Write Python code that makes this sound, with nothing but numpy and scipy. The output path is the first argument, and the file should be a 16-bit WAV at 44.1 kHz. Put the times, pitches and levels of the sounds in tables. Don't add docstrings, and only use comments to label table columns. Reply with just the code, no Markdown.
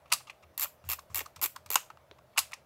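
import sys
import numpy as np
from scipy import signal
from scipy.fft import rfft, irfft
from scipy.io import wavfile
from scipy.ndimage import uniform_filter1d

SR = 44100
rng = np.random.default_rng(int(sys.argv[2]) if len(sys.argv) > 2 else 0)


def store_pcm(level_fs):
    pcm = np.round(np.clip(level_fs, -1, 1) * 32767).astype(np.int16)
    wavfile.write(sys.argv[1], SR, np.atleast_2d(pcm).T)


def elevation(decibels):
    levels = np.asarray(decibels, float)
    return 10 ** (levels / 20)


N = 116865

# f/Hz, width/Hz, level/dB
SHELL = [(620, 110, -16), (900, 160, -7), (1110, 150, 0), (1250, 130, -2)]
# f/Hz, width/Hz, level/dB
PLATE = [(1950, 250, -12), (2230, 200, -5), (2450, 170, -3), (2700, 150, 0), (3300, 400, -13)]
# f/Hz, width/Hz, level/dB
BUTTON = [(2100, 100, -15), (2460, 450, 0), (2675, 150, 0.5), (3470, 100, -20)]
HARD_RISE, SKIN_RISE = 0.7, 4.0
SHELL_CUT_HZ = 828


def evened(x):
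    return x / np.sqrt(np.mean(x ** 2) + 1e-20)


def read(points, hz):
    f, value = np.transpose(points)
    return np.interp(np.log(hz + 1), np.log(f + 1), value)


def add(mix, s, sound):
    part = mix[round(s * SR):][:len(sound)]
    part += sound[:len(part)]


def high_pass(x, order, cut_hz):
    return signal.sosfilt(signal.butter(order, cut_hz, "high", fs=SR, output="sos"), x)


def ring(modes, push, seconds):
    detune, spread_db = 0.01, 1.8
    t = np.arange(round(seconds * SR))[:, None] / SR
    hz, width, db = np.transpose(modes)
    pitch_off, level_off = rng.standard_normal((2, len(modes)))
    decay = np.exp(-np.pi * width * t)
    tones = decay * np.sin(2 * np.pi * hz * (1 + detune * pitch_off) * t)
    strength = width * elevation(db + spread_db * level_off)
    out = signal.fftconvolve(tones @ strength, push)
    return out / abs(out).max()


def rattle(seconds, rise=HARD_RISE):
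    scrape_share, scrape_stretch = 0.14, 4.0
    u = np.arange(1, 2200) / SR / max(seconds, 1e-4)
    fade = np.exp(-u)
    if rise < SKIN_RISE:
        fade = fade + scrape_share * np.exp(-u / scrape_stretch)
    return (1 - np.exp(-u / rise)) * fade * rng.standard_normal(len(u))


def click(part, crack_db, top_hz, rise, s, tick_db, shell_db, plate_db, rattle_s=0.0014, plate=PLATE):
    crack_low_hz, body_trim_db = 3230, 0.5
    push = rattle(rattle_s, rise)
    shake = rattle(rattle_s * 1.6, rise)
    tick = ring(part, push, 0.03)
    band = signal.butter(3, [crack_low_hz, min(top_hz, 20000)], "band", fs=SR, output="sos")
    crack = signal.sosfilt(band, push)
    tick[:len(crack)] += elevation(crack_db) * crack / abs(crack).max()
    body = elevation(shell_db + body_trim_db) * ring(SHELL, shake, 0.03)
    body = body + elevation(plate_db + body_trim_db) * ring(plate, shake, 0.03)
    return s, elevation(tick_db) * np.c_[tick / abs(tick).max(), body]


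def shutter(out):
    # f/Hz, width/Hz, level/dB
    blade = [(5180, 600, 8), (6520, 470, 5.5), (8000, 2400, 6.5), (10900, 400, -15), (13500, 510, 4)]
    # t/s, tick level/dB, shell level/dB, plate level/dB (both relative to the tick), rattle/s
    blows = [
        (0.1194, -21, -26.5, 4.5, 0.0018),
        (0.124, -9, -12, -10, 0.0012),
        (0.1325, -12.5, -16, -21.5, 0.0029),
        (1.756, -5.5, -9.5, -12, 0.0014),
        (1.766, -44, -17, 13.5, 0.00404),
        (2.3756, -21.5, -11, 7, 0.0014),
        (2.38, -11, -6.5, -5, 0.0017),
        (2.3875, -13, -26.5, -50, 0.0036),
    ]
    for row in blows:
        add(out, *click(blade, 4, 12500, HARD_RISE, *row, plate=BUTTON))


def ratchet(out):
    # f/Hz, width/Hz, level/dB
    pawl = [(4750, 450, -14), (5700, 450, -15), (7600, 330, -5), (9900, 450, -12), (10600, 400, -13),
            (12450, 260, 1.5), (13350, 340, 1), (14350, 450, -4)]
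    # t/s, tick level/dB, shell and plate level/dB (relative to the tick)
    teeth = [(.5772, -21, -20, -13), (.5957, -17, -18, -15), (.6083, -19, -18, -15),
             (.617, -18.5, -18, -15), (.624, -19, -16, -14), (.63, -18, -16, -14),
             (.6362, -18, -16, -13), (.6433, -21, -14, -10), (.8891, -22, -14, -9),
             (.8986, -19, -14, -12), (.907, -20, -14, -11), (.9156, -20, -14, -11),
             (.9235, -21, -13, -10), (.9318, -20, -13, -10), (1.1451, -18, -20, -14),
             (1.1563, -17.5, -16, -15), (1.1653, -19, -12, -12), (1.1732, -20, -12, -13),
             (1.1808, -20, -16, -14), (1.1912, -21, -16, -6), (1.2053, -26, -10, 0),
             (1.4146, -22, -8, -12), (1.4246, -20, -10, -14), (1.4306, -17, -13, -16),
                  (1.4355, -17, -13, -16), (1.4396, -16.5, -13, -16), (1.4443, -19, -14, -13),
                  (1.449, -19, -14, -11), (1.4583, -19, -16, -8), (1.7028, -18, -14, -14),
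                  (1.714, -21, -14, -13), (1.724, -20, -14, -12), (1.7325, -20, -14, -12),
                  (1.7428, -18, -13, -12)]
    # f/Hz, width/Hz, level/dB
    lock_modes = [(850, 170, -2), (1010, 200, -6), (1230, 130, 0)]
    trim_db = [0, -2.5, -1.5]
    for s, *levels in teeth:
        add(out, *click(pawl, -12, 14230, HARD_RISE, s, *np.add(levels, trim_db)))
    add(out[:, 1], 1.7568, elevation(-8.5) * ring(lock_modes, np.hanning(14), 0.04))


def fingers(out):
    # f/Hz, width/Hz, level/dB
    skin = [(4550, 580, -2), (5660, 2600, 3.5), (8000, 2700, -2), (12300, 1800, -21.5)]
    # t/s, tick level/dB, shell and plate level/dB (relative to the tick), rattle/s
    touches = [
        (0.0566, -66.5, 17.5, 13, 0.0021),
        (0.0735, -69, -0.5, 9, 0.0053),
        (0.2689, -50, 4, 3.5, 0.0042),
        (0.424, -60, 5, 2, 0.0034),
        (0.431, -59, 10, 5.5, 0.0028),
        (0.654, -44.5, 10, -12.5, 0.0017),
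        (0.6661, -47.5, 0, 3, 0.0017),
        (1.2108, -37.5, -3.5, -9, 0.0019),
               (0.101, -52, 4, 1, .003),
        (0.116, -39.5, 12, -3.5, .002),
        (0.203, -59.5, 14, 3, 0.0022),
        (0.283, -52.5, -6, -3, .003),
        (0.8397, -58.5, 8.5, 5.5, 0.0013),
        (2.332, -71, -0.5, 10.5, .003),
        (2.361, -61.5, 24.5, 13, .003),
        (2.37, -46, 0.5, 7.5, .002),
        (1.0988, -62, 14, -8, 0.0051),
    ]
    taps = [(0.9916, -39.5, -7.5, -8.5, 0.0019), (1.259, -39, -16, -12, 0.0022), (1.392, -52, 1, 3, 0.0013),
            (1.56, -47, 2, -3.5, 0.0011), (1.689, -51.5, -3, -3, 0.0014), (1.9721, -58.5, 16, -2.5, .0006),
            (2.185, -60.5, 1, 5.5, 0.00051), (2.188, -57.5, 7.5, 1.5, 0.00087),
            (2.5125, -51, 3, -8, 0.00064)]
    returns = [
        (0.2965, -50.5, 7.5, 17, 0.0012),
        (0.3, -45, -8.5, 1.5, 0.0029),
        (2.5318, -59.5, 16, 33.5, 0.00094),
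        (2.5352, -32, -15, -13, 0.0028),
    ]
    snaps = [
        (1.3601, -39.5, -10.5, -8, 0.0039),
        (1.365, -53.5, 9, -5, 0.0015),
        (1.5614, -34, -3.5, -18, 0.0019),
        (1.6606, -39, -8.5, -12, 0.0021),
        (1.9012, -46.5, 11, -3, 0.0018),
        (2.5182, -40, -1.5, -4, 0.0019),
    ]
    for row in touches + taps:
        add(out, *click(skin[:3], -5, 7000, SKIN_RISE, *row))
    for row in returns:
        add(out, *click(skin[:3], -5, 7000, SKIN_RISE, *row, plate=BUTTON))
    for row in snaps:
        add(out, *click(skin, -9, 14000, HARD_RISE, *row))


def thumb_lifts(out):
    # t/s, level/dB, swell/s
    lifts = [
        (0.9909, -34, 0.0022),
        (1.2652, -35.5, .006),
        (1.5664, -32, 0.0053),
    ]
    for s, db, swell_s in lifts:
        swell = np.exp(np.arange(-800, 0) / SR / swell_s)
        shake = swell * rng.standard_normal(800)
        add(out[:, 1], s - len(shake) / SR, elevation(db) * ring(SHELL[2:], shake, 0.03))


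def rubbing():
    # start t/s, length/s, level/dB
    rubs = [
        (0.538, 0.017, -76.5),
        (.58, 0.079, -47.5),
        (0.845, .052, -62.5),
        (0.894, .052, -44),
        (1.096, .047, -65),
        (1.15, 0.069, -45.5),
        (1.415, .052, -43),
        (1.705, .047, -48),
    ]
    # f/Hz, level/dB per Hz
    rub_colour = [(600, -11.5), (1100, -5.5), (2500, -2.5), (4000, -10), (7600, -2.5), (9000, -14),
                  (12500, -9), (16000, -13)]
    fade_in_s, fade_out_s, grain_db = 0.006, 0.0027, 0.5
    t, hz = np.arange(N) / SR, np.fft.rfftfreq(N, 1 / SR)
    grains = rng.standard_normal(N) * elevation(grain_db * np.minimum(rng.exponential(1, N), 4))
    hiss = evened(irfft(rfft(grains) * elevation(read(rub_colour, hz)) * (hz > 500), N))
    strokes = np.zeros(N)
    for s, length, db in rubs:
        shape = np.minimum((t - s) / fade_in_s, (s + length - t) / fade_out_s + 1)
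        strokes += elevation(db) * np.clip(shape, 0, 1)
    return hiss * strokes


def clunks():
    # t/s, level/dB, f/Hz
    knocks = [(.125, -49, 170), (0.621, -52, 300), (0.642, -41.5, 600), (.892, -47, 347), (.92, -46, 600),
              (1.16, -39, 580), (1.184, -41.5, 380), (1.208, -33.5, 607), (1.209, -44.5, 367),
              (1.425, -38, 400), (1.44, -41, 633), (1.449, -38, 410), (1.703, -35, 450), (1.758, -35, 450),
              (2.1135, -46, 404), (2.382, -54.5, 175.5)]
    # f as a multiple of the pitch, width/Hz, level/dB
    cavity = [(.78, 70, -6), (1, 60, 0), (1.35, 90, -8)]
    out = np.zeros(N)
    for s, db, hz in knocks:
        knock = ring(np.multiply(cavity, [hz, 1, 1]), rattle(0.0023), 0.04)
        add(out, s, elevation(db) * high_pass(knock, 4, 0.8 * hz))
    return out


def varnish_pop(out):
    # f/Hz, width/Hz, level/dB
    pop_ring = [(3830, 307, -0.5), (1827, 300, 3)]
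    pop_s, pop_db, width_s = 2.113, -33, 0.00007
    t = np.arange(-40, 41) / SR
    add(out, pop_s - 0.001, -elevation(pop_db) * np.exp(-(t / width_s) ** 2))
    add(out, pop_s, elevation(pop_db - 9.5) * ring(pop_ring, rattle(0.001), 0.02))


def camera():
    out = np.zeros((N, 2))
    shutter(out)
    ratchet(out)
    fingers(out)
    thumb_lifts(out)
    out[:, 0] += rubbing()
    parts, body = high_pass(out.T, 4, SHELL_CUT_HZ)
    varnish_pop(parts)
    return parts, body + clunks()


def table():
    # t/s, level/dB
    thuds = [(0.431, -55.5), (0.839, -44.5), (0.863, -46), (1.098, -44.5), (1.126, -46.5), (1.364, -51.5),
             (1.577, -58), (1.659, -52), (1.93, -57.5), (2.079, -59.5), (2.386, -58)]
    start_hz, end_hz, sag_s = 119, 76.8, 0.015
    push_s, t60_s, overtone_db, wobble_depth = 0.006, 0.36, -6, 0.3
    out, t = np.zeros(N), np.arange(SR // 2) / SR
    pitch = end_hz + (start_hz - end_hz) * np.exp(-t / sag_s)
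    turn = 2 * np.pi * np.cumsum(pitch) / SR
    rise, decay_db = 1 - np.exp(-t / push_s), -60 * t / t60_s
    for s, db in thuds:
        overtone = np.sin(1.6 * turn + 2 * np.pi * rng.random())
        tone = np.sin(turn) + elevation(overtone_db + decay_db) * overtone
        wobble = 1 + wobble_depth * np.interp(t, np.linspace(0, 0.5, 40), rng.standard_normal(40))
        add(out, s, elevation(db + decay_db) * rise * wobble * tone)
    return out


def room(x):
    # f/Hz, t60/s
    room_decay = [(300, 0.6), (1000, 0.18), (2500, 0.25), (6000, 0.23), (14600, 0.22)]
    gap_s, scatter_hz = 0.0039, 300
    hz, t, z = signal.stft(rng.standard_normal(SR // 2), SR, nperseg=128)
    fade = elevation(-60 * t / read(room_decay, hz)[:, None])
    tail = signal.istft(z * fade, SR, nperseg=128)[1]
    tail = np.append(np.zeros(round(gap_s * SR)), tail / np.linalg.norm(tail))
    wet = signal.fftconvolve(x, tail)[:N]
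    drift = np.cumsum(rng.standard_normal(N)) * np.sqrt(2 * np.pi * scatter_hz / SR)
    blurred = (signal.hilbert(wet) * np.exp(1j * drift)).real
    return high_pass(blurred, 2, SHELL_CUT_HZ)


def floor():
    # f/Hz, level/dB per Hz
    hush = [(25, -14), (92, -2.5), (277, -10.5), (607, -5), (1330, -12), (1790, -17), (8000, -30.5),
            (16000, -28.5)]
    # f/Hz, width/Hz, level/dB
    hums = [(73.6, 5.7, -75.5), (126, 10, -73.5), (610, 71, -68.5), (10100, 120, -95.5)]
    hush_db, patchy_db = -65.5, 2
    frames, hz = N // 512 + 5, np.fft.rfftfreq(2048, 1 / SR)
    a, b, patches = rng.standard_normal((frames, 1025, 3)).T
    patches = uniform_filter1d(patches, size=16, axis=0)
    patches = evened(uniform_filter1d(patches, size=6, axis=1))
    z = (a + 1j * b) * elevation(read(hush, hz)[:, None] + patchy_db * patches)
    out = elevation(hush_db) * evened(signal.istft(z, nperseg=2048, noverlap=1536)[1][:N])
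    for tone_hz, width, db in hums:
        r, w = np.exp(-np.pi * width / SR), 2 * np.pi * tone_hz / SR
        resonator = [1, -2 * r * np.cos(w), r * r]
        out = out + elevation(db) * evened(signal.lfilter([1, 0, -1], resonator, rng.standard_normal(N)))
    return out


def scene():
    parts, body = camera()
    sent = parts + elevation(-1.5) * body
    return (parts + body + elevation(-14.5) * room(sent) + table() + floor())[None]


def band_limit(x):
    return signal.sosfilt(signal.butter(12, 16990, fs=SR, output="sos"), x)


def record(dry):
    thin = high_pass(dry, 2, 35)
    low_pass = signal.firwin(255, 15800, window=("kaiser", 8), fs=SR)
    mix = signal.oaconvolve(thin, low_pass[None], "same")
    return band_limit(mix)


dry = scene()
out = record(dry)
store_pcm(out)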